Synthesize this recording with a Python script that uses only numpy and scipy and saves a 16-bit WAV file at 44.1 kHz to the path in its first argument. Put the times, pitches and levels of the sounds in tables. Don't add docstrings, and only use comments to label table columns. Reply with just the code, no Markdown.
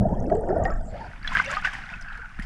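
import sys
import numpy as np
from scipy import signal
from scipy.fft import rfft, irfft, next_fast_len
from scipy.io import wavfile

SR = 44100
rng = np.random.default_rng(int(sys.argv[2]) if len(sys.argv) > 2 else 0)


def ratio_of_db(decibels):
    return 10 ** (np.asarray(decibels, float) / 20)


def generate_wav(signal):
    frames = np.transpose(np.atleast_2d(signal))
    scaled = np.clip(frames, -1, 1) * 32767
    pcm = np.round(scaled).astype(np.int16)
    wavfile.write(sys.argv[1], SR, pcm)


N = 108265
SURFACE_S = .9
CHURN_DB = 1.5

# time [s], gurgle level [dB], bubble pitch [Hz].
FLOW = [(0, -25, 613), (.2, -30, 603), (.29, -30, 580), (.34, -26, 657), (.43, -28, 625), (.47, -28, 623),
        (.52, -24, 562), (.68, -24.5, 635), (.76, -41, 663), (.87, -44, 730), (.96, -35, 619),
        (1.06, -39.5, 760), (1.2, -63.5, 659)]
# time [s], level [dB].
RUNOFF = [(0, -65), (.45, -66), (.55, -51), (.7, -46.5), (.85, -64), (.95, -48), (1.1, -47), (1.2, -51),
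          (1.26, -42), (1.38, -30.5), (1.44, -37), (1.53, -33), (1.63, -44.5), (1.655, -26), (1.7, -38.5),
          (1.73, -38), (2.0, -47), (2.36, -50.5), (2.42, -46)]
# time [s], level [dB], share of thud [dB].
SWELL = [(0, -33.5, 12.5), (.08, -35, 11), (.2, -33.5, 6.5), (.45, -38, 4), (.63, -33, 4), (.78, -29.5, -8),
         (.87, -39, -1), (1.2, -46.5, -1), (1.34, -37, -2), (1.5, -44, 1), (2.2, -43, -10.5),
         (2.32, -44.5, -11), (2.45, -33, -20)]
# frequency [Hz], level [dB].
SLOSH_COLOUR = [(15, 7.5), (32, 2.5), (65, -9.5), (130, -22)]
# frequency [Hz], level [dB].
THUD_COLOUR = [(60, 3), (110, 1), (210, 1.5), (300, -11.5), (500, -31)]
# frequency [Hz], level [dB].
CASE_COLOUR = [(560, -16.5), (800, -9.5), (1080, -8.5), (1580, 2), (2300, -10), (3400, -22.5),
               (4000, -28.5), (4800, -27), (8000, -39), (13000, -52)]
# frequency [Hz], level [dB].
FIZZ_COLOUR = [(1200, 7.5), (2000, -9), (3300, -7), (4100, -21.5), (5000, -3.5), (9800, -8), (12500, -16)]
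# frequency [Hz], level [dB], t60 [s].
THRUM = [
    (195, -16.5, 0.15),
    (110.6, -25, 0.091),
]
# time [s], pitch [Hz], level [dB].
GLUGS = [
    [(.2, 237, -40), (.27, 291.5, -30), (.37, 315, -36)],
    [(.31, 388, -23), (.39, 444, -26.5), (.46, 416, -38)],
    [(.47, 325, -26.5), (.52, 387, -31.5), (.6, 493, -43)],
    [(.03, 712, -45), (.13, 895, -37.5), (.16, 1080, -41.5)],
    [(.98, 823, -37), (1.02, 909, -41.5), (1.08, 950, -46)],
]
# time [s], peak [dB], pitch [Hz].
GULPS = [(0.054, -15.5, 665), (0.318, -11.5, 649.4), (0.331, -14, 674), (0.506, -17, 617),
         (0.529, -18.5, 726), (0.565, -14.5, 642), (0.598, -18, 692), (0.655, -19, 750), (0.943, -33, 550),
         (2.191, -47.5, 459), (.264, -28, 313), (.324, -34.5, 870), (.808, -34, 643), (.88, -40, 627),
         (1.012, -39.5, 916), (1.04, -42, 830)]
# start [s], peak [dB], pitch [Hz].
TICKS = [(.202, -43.5, 6300), (.351, -42.5, 7670), (.368, -49, 7200), (.409, -47, 8850), (.487, -50, 6900),
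         (.5, -47, 5050), (.585, -51.5, 9360), (.637, -35, 7070), (.652, -39, 4890), (.705, -41, 5180),
         (1.276, -35.5, 5480), (1.328, -46, 7300), (1.349, -43, 11700), (1.424, -42, 5640),
         (1.46, -32.5, 5900), (1.513, -30, 6960), (1.55, -29, 4200), (1.649, -37.5, 5400),
         (1.733, -50, 8340), (2.011, -41, 5800), (2.024, -38.5, 5000), (2.397, -49, 9830),
         (2.424, -41, 4820), (.225, -54.5, 5900), (.243, -53, 9200), (.266, -48.5, 5160), (.298, -50, 4400),
         (.353, -53, 4430), (.39, -58, 8140), (.645, -51, 6200), (.663, -50, 5230), (.738, -49, 7000),
         (1.229, -39.5, 4500), (1.334, -41, 6700), (1.413, -52, 7250), (1.53, -43, 4600),
         (1.537, -45, 4600), (1.621, -49, 4900), (2.086, -48, 4570), (2.128, -45, 3830), (2.44, -47, 5040)]
# start [s], peak [dB], pitch [Hz].
PINGS = [(.299, -35, 1277), (.322, -34, 1624), (.49, -34, 1790), (.502, -33, 1380), (.513, -37, 1740),
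         (1.276, -20, 3377), (1.461, -25.5, 2720), (1.568, -31, 2720), (1.938, -28.5, 2560),
         (2.085, -38, 2630), (.24, -44.5, 1750), (.258, -50, 2620), (.299, -38.5, 1930), (.3, -54, 3100),
         (.352, -52, 3020), (.353, -41, 1600), (.436, -41.5, 1500), (.646, -41.5, 2870), (.804, -60, 3510),
         (1.478, -38, 3520), (1.584, -41, 3270)]
# start [s], level [dB], t60 [s].
SPRAY = [(0.651, -52, 0.034), (0.805, -73, 0.027), (1.27, -48, 0.0082), (1.349, -46, 0.017),
         (1.423, -52, .015), (1.445, -42, .03), (1.506, -36, 0.011), (1.515, -33.5, 0.0099),
         (1.538, -46, .02), (1.613, -51, 0.056), (1.65, -53.5, 0.094), (1.734, -46.5, 0.056),
         (2.011, -51, 0.087), (2.175, -52, .02), (2.396, -53, .04), (2.423, -52.5, 0.14)]
# frequency [Hz], level [dB].
MIST_COLOUR = [(2500, -2.5), (5000, 5.5), (7000, -0.5), (10000, -4.5), (14000, -27.5)]
# start [s], peak [dB], pitch [Hz], t60 [s].
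SLAPS = [(0.6537, -21.5, 1850, 0.07), (0.7019, -27, 1310, 0.069), (1.2471, -24.5, 1726, 0.05),
         (1.2748, -21.5, 1570, 0.01), (1.3184, -26.5, 1040, 0.038), (1.3518, -11, 1602, 0.058),
         (1.3704, -9, 1720, 0.0075), (1.3884, -17.5, 2080, 0.072), (1.3983, -11, 1535, 0.032),
         (1.4439, -28, 2210, 0.074), (1.4952, -24, 1305, 0.036), (1.5299, -28, 1095, 0.075),
         (1.5688, -16, 1232, 0.078), (1.6477, -15.5, 1520, 0.06), (1.6717, -18, 1830, 0.01),
         (1.6844, -25.5, 1647, 0.075), (1.9295, -30, 1453, 0.061), (2.39, -28.5, 1620, 0.0083),
         (2.3979, -26.5, 1830, 0.031), (2.4217, -32.5, 2095, 0.028), (1.228, -40, 1610, 0.041),
         (1.624, -28.5, 1450, 0.041), (1.737, -35, 1355, 0.064), (.772, -42, 1330, 0.069),
         (1.4, -13.5, 1244, 0.018),
]
# time [s], pitch [Hz], level [dB].
SEAL = [(.655, 7630, -60), (.69, 6960, -69), (.73, 7100, -72), (.785, 7800, -71), (.8, 9800, -96),
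        (.815, 8700, -77), (.845, 7500, -65), (.885, 7320, -64.5), (.94, 7500, -72)]
# time [s], pitch [Hz], level [dB].
FILM = [
    (.87, 4530, -69.5),
    (1.09, 4600, -63.5),
]
# time [s], pitch [Hz], level [dB].
FILL = [
    (1.45, 514, -44.5),
    (1.52, 599, -41.5),
    (1.6, 827, -39.5),
]
# time [s], pitch [Hz], level [dB].
DRAIN = [
    (1.9, 1490, -58),
    (1.94, 1494, -46.5),
    (2.15, 1510, -39),
    (2.25, 1480, -45),
    (2.37, 1410, -61),
]
# start [s], peak [dB], pitch [Hz], t60 [s].
KNOCK = [
    (2.392, -26.5, 197, 0.025),
]


def evened(x):
    return x / np.sqrt(np.mean(x ** 2) + 1e-20)


def curve(table, col):
    table = np.array(table, float)
    return np.interp(np.arange(N) / SR, table[:, 0], table[:, col])


def colour(x, points):
    hz, db = np.transpose(points)
    size = next_fast_len(N + 8192)
    octave = np.log2(np.fft.rfftfreq(size, 1 / SR) + 1)
    below = np.maximum(np.log2(hz[0]) - octave, 0)
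    above = np.maximum(octave - np.log2(hz[-1]), 0)
    gain = ratio_of_db(np.interp(octave, np.log2(hz), db) - 16.7 * (below + above))
    return irfft(rfft(x, size) * gain, size)[:N]


def resonate(x, hz, width_hz):
    turn = np.exp(2j * np.pi * np.cumsum(hz) / SR)
    r = np.exp(-np.pi * width_hz / SR)
    smooth = signal.lfilter([(1 - r) ** 2], [1, -2 * r, r * r], x / turn)
    return 2 * (turn * smooth).real


def wander(per_s):
    return evened(signal.lfilter(*signal.butter(2, per_s / SR * 2), rng.standard_normal(N)))


def drops(per_s, spread_db):
    chance, side, luck = rng.random((3, N))
    size = ratio_of_db(spread_db * np.minimum(-np.log(luck + 1e-9), 3.5))
    return (chance < per_s / SR) * np.sign(side - .5) * size


def bubble(hz, t60, rise_turns, glide):
    t = np.arange(int(t60 * SR) + 64) / SR
    shape = (1 - np.exp(-t * hz / rise_turns)) ** 2 * ratio_of_db(-60 * t / t60)
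    return shape / shape.max() * np.sin(2 * np.pi * hz * t * (1 + glide * t / t60))


def struck(rows, rise_turns, glide, beat, apart, click_db):
    out = np.zeros(N + SR)
    luck = rng.random((len(rows), 2))
    for (s, db, hz, t60), (u, v) in zip(rows, luck):
        other_hz = hz * (1 + apart * (1 + u)) ** np.sign(v - .7)
        ring = bubble(hz, t60, rise_turns, glide) / (1 + 0.59 * beat)
        other = bubble(other_hz, 0.78 * t60, rise_turns, glide) * beat / (1 + 0.29 * beat)
        click = bubble(hz * 1.17, 4.2 / hz, 0.29, 0.014) * ratio_of_db(click_db)
        at = round(s * SR)
        for part in (ring, other, click):
            out[at:at + len(part)] += ratio_of_db(db) * part
    return out[:N]


def lasting(rows, t60):
    return [(*row, t60) for row in rows]


def swarm(per_s, spread_db, lo_hz, hi_hz, turns, count):
    total = np.zeros(N)
    for hz in np.geomspace(lo_hz, hi_hz, count):
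        ring = bubble(hz, turns / hz, 1.94, 0.061)
        total += evened(signal.oaconvolve(drops(per_s / count, spread_db), ring)[:N])
    return evened(total)


def whistle(table, width_hz, flutter_db):
    t = np.arange(N) / SR
    on = np.clip(np.minimum(t - table[0][0], table[-1][0] - t) / 0.022, 0, 1)
    hz = curve(table, 1) * (1 + 0.026 * wander(57))
    tone = evened(resonate(rng.standard_normal(N), hz, width_hz))
    return on * ratio_of_db(curve(table, 2) + flutter_db * wander(29)) * tone


def gurgle():
    crowd = swarm(1100, 0.43, 265.4, 900, 24.8, count=18)
    near = evened(resonate(crowd, curve(FLOW, 2), 320))
    gone_db = -20 * np.maximum(np.arange(N) / SR - FLOW[-1][0], 0)
    level_db = curve(FLOW, 1) - 4.0 + gone_db + 0.47 * wander(23)
    return ratio_of_db(level_db) * evened(near + .9 * crowd)


def swell():
    low = evened(colour(rng.standard_normal(N) * ratio_of_db(0.87 * wander(1.8)), SLOSH_COLOUR))
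    thud = evened(colour(rng.standard_normal(N) * ratio_of_db(2.4 * wander(38)), THUD_COLOUR))
    return ratio_of_db(curve(SWELL, 1) + 4.5) * (low + ratio_of_db(curve(SWELL, 2) - 5.5) * thud)


def fizz():
    grains = swarm(460, 3.8, 1192, 8700, 31, count=20)
    submerged = np.arange(N) < SURFACE_S * SR
    return ratio_of_db(-66) * evened(colour(rng.standard_normal(N) + 0.98 * grains * submerged, FIZZ_COLOUR))


def thrum():
    t = np.arange(N) / SR
    return sum(ratio_of_db(db - 60 * (t / t60) ** 2) * np.sin(2 * np.pi * hz * t + 1.43)
               for hz, db, t60 in THRUM)


def runoff():
    under = np.clip((SURFACE_S - np.arange(N) / SR) / .06, 0, 1)
    level_db = curve(RUNOFF, 1)
    grains = swarm(1500, 5.7, 678.0, 9360, 20, count=22)
    wash = evened(colour(rng.standard_normal(N), CASE_COLOUR))
    tilted = [(hz, db + 0.3 * np.log2(hz / 1500)) for hz, db in CASE_COLOUR]
    body = evened(colour(grains, tilted)) + 0.89 * wash
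    low = signal.sosfilt(signal.butter(4, 2400, fs=SR, output="sos"), body)
    high = signal.sosfilt(signal.butter(2, 2400, "high", fs=SR, output="sos"), body)
    beads = swarm(240, 3.8, 1116, 1875, 94, count=10)
    treble = ratio_of_db(0.15 * (level_db + 72) - 18 * under)
    mix = (1 - 0.6 * under) * low + 2.07 * under * beads + treble * high
    return ratio_of_db(level_db + CHURN_DB * wander(6)) * mix


def glugs():
    return sum(whistle(neck, 52, 1.5) for neck in GLUGS)


def gulps():
    early = GULPS - np.array([.003, 0, 0])
    return struck(lasting(early, 0.05), 1.8, 0.041, 0.25, 0.14, -18.5)


def ticks():
    return struck(lasting(TICKS, 0.0089), 4.0, 0.029, 0.53, 0.057, -32.0)


def pings():
    return struck(lasting(PINGS, 0.034), 0.61, 0.011, 0.48, 0.1, -21.5)


def spray():
    t = np.arange(N) / SR
    level = sum((t >= s) * ratio_of_db(db - 60 * np.maximum(t - s, 0) / t60) for s, db, t60 in SPRAY)
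    return level * evened(colour(rng.standard_normal(N), MIST_COLOUR))


def slaps():
    return struck(SLAPS, 0.92, 0.0032, 0.19, 0.1046, click_db=-3)


def wet(x):
    t = np.arange(4000) / SR
    tail = rng.standard_normal(4000) * ratio_of_db(-60 * t / 0.025) * (t > .002)
    return x + ratio_of_db(-14) * signal.oaconvolve(x, tail / np.linalg.norm(tail))[:N]


def seal():
    return whistle(SEAL, 480, 3.2)


def film():
    return whistle(FILM, 1050, CHURN_DB)


def fill():
    return whistle(FILL, 78, 3.2)


def drain():
    return whistle(DRAIN, 230, 1.5)


def knock():
    return struck(KNOCK, 0.73, 0.012, 0.1, 0.08, -45)


def scene():
    water = gurgle() + swell() + fizz() + runoff() + spray()
    air = glugs() + gulps() + ticks() + seal() + film() + fill() + drain()
    case = thrum() + wet(pings() + slaps()) + knock()
    return (water + air + case)[None]


def roll_off(x):
    return signal.sosfilt(signal.butter(12, 14900, fs=SR, output="sos"), x)


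def record(dry):
    dull = signal.sosfilt(signal.butter(4, 11500, fs=SR, output="sos"), dry)
    return roll_off(dull)


dry = scene()
out = record(dry)
generate_wav(out)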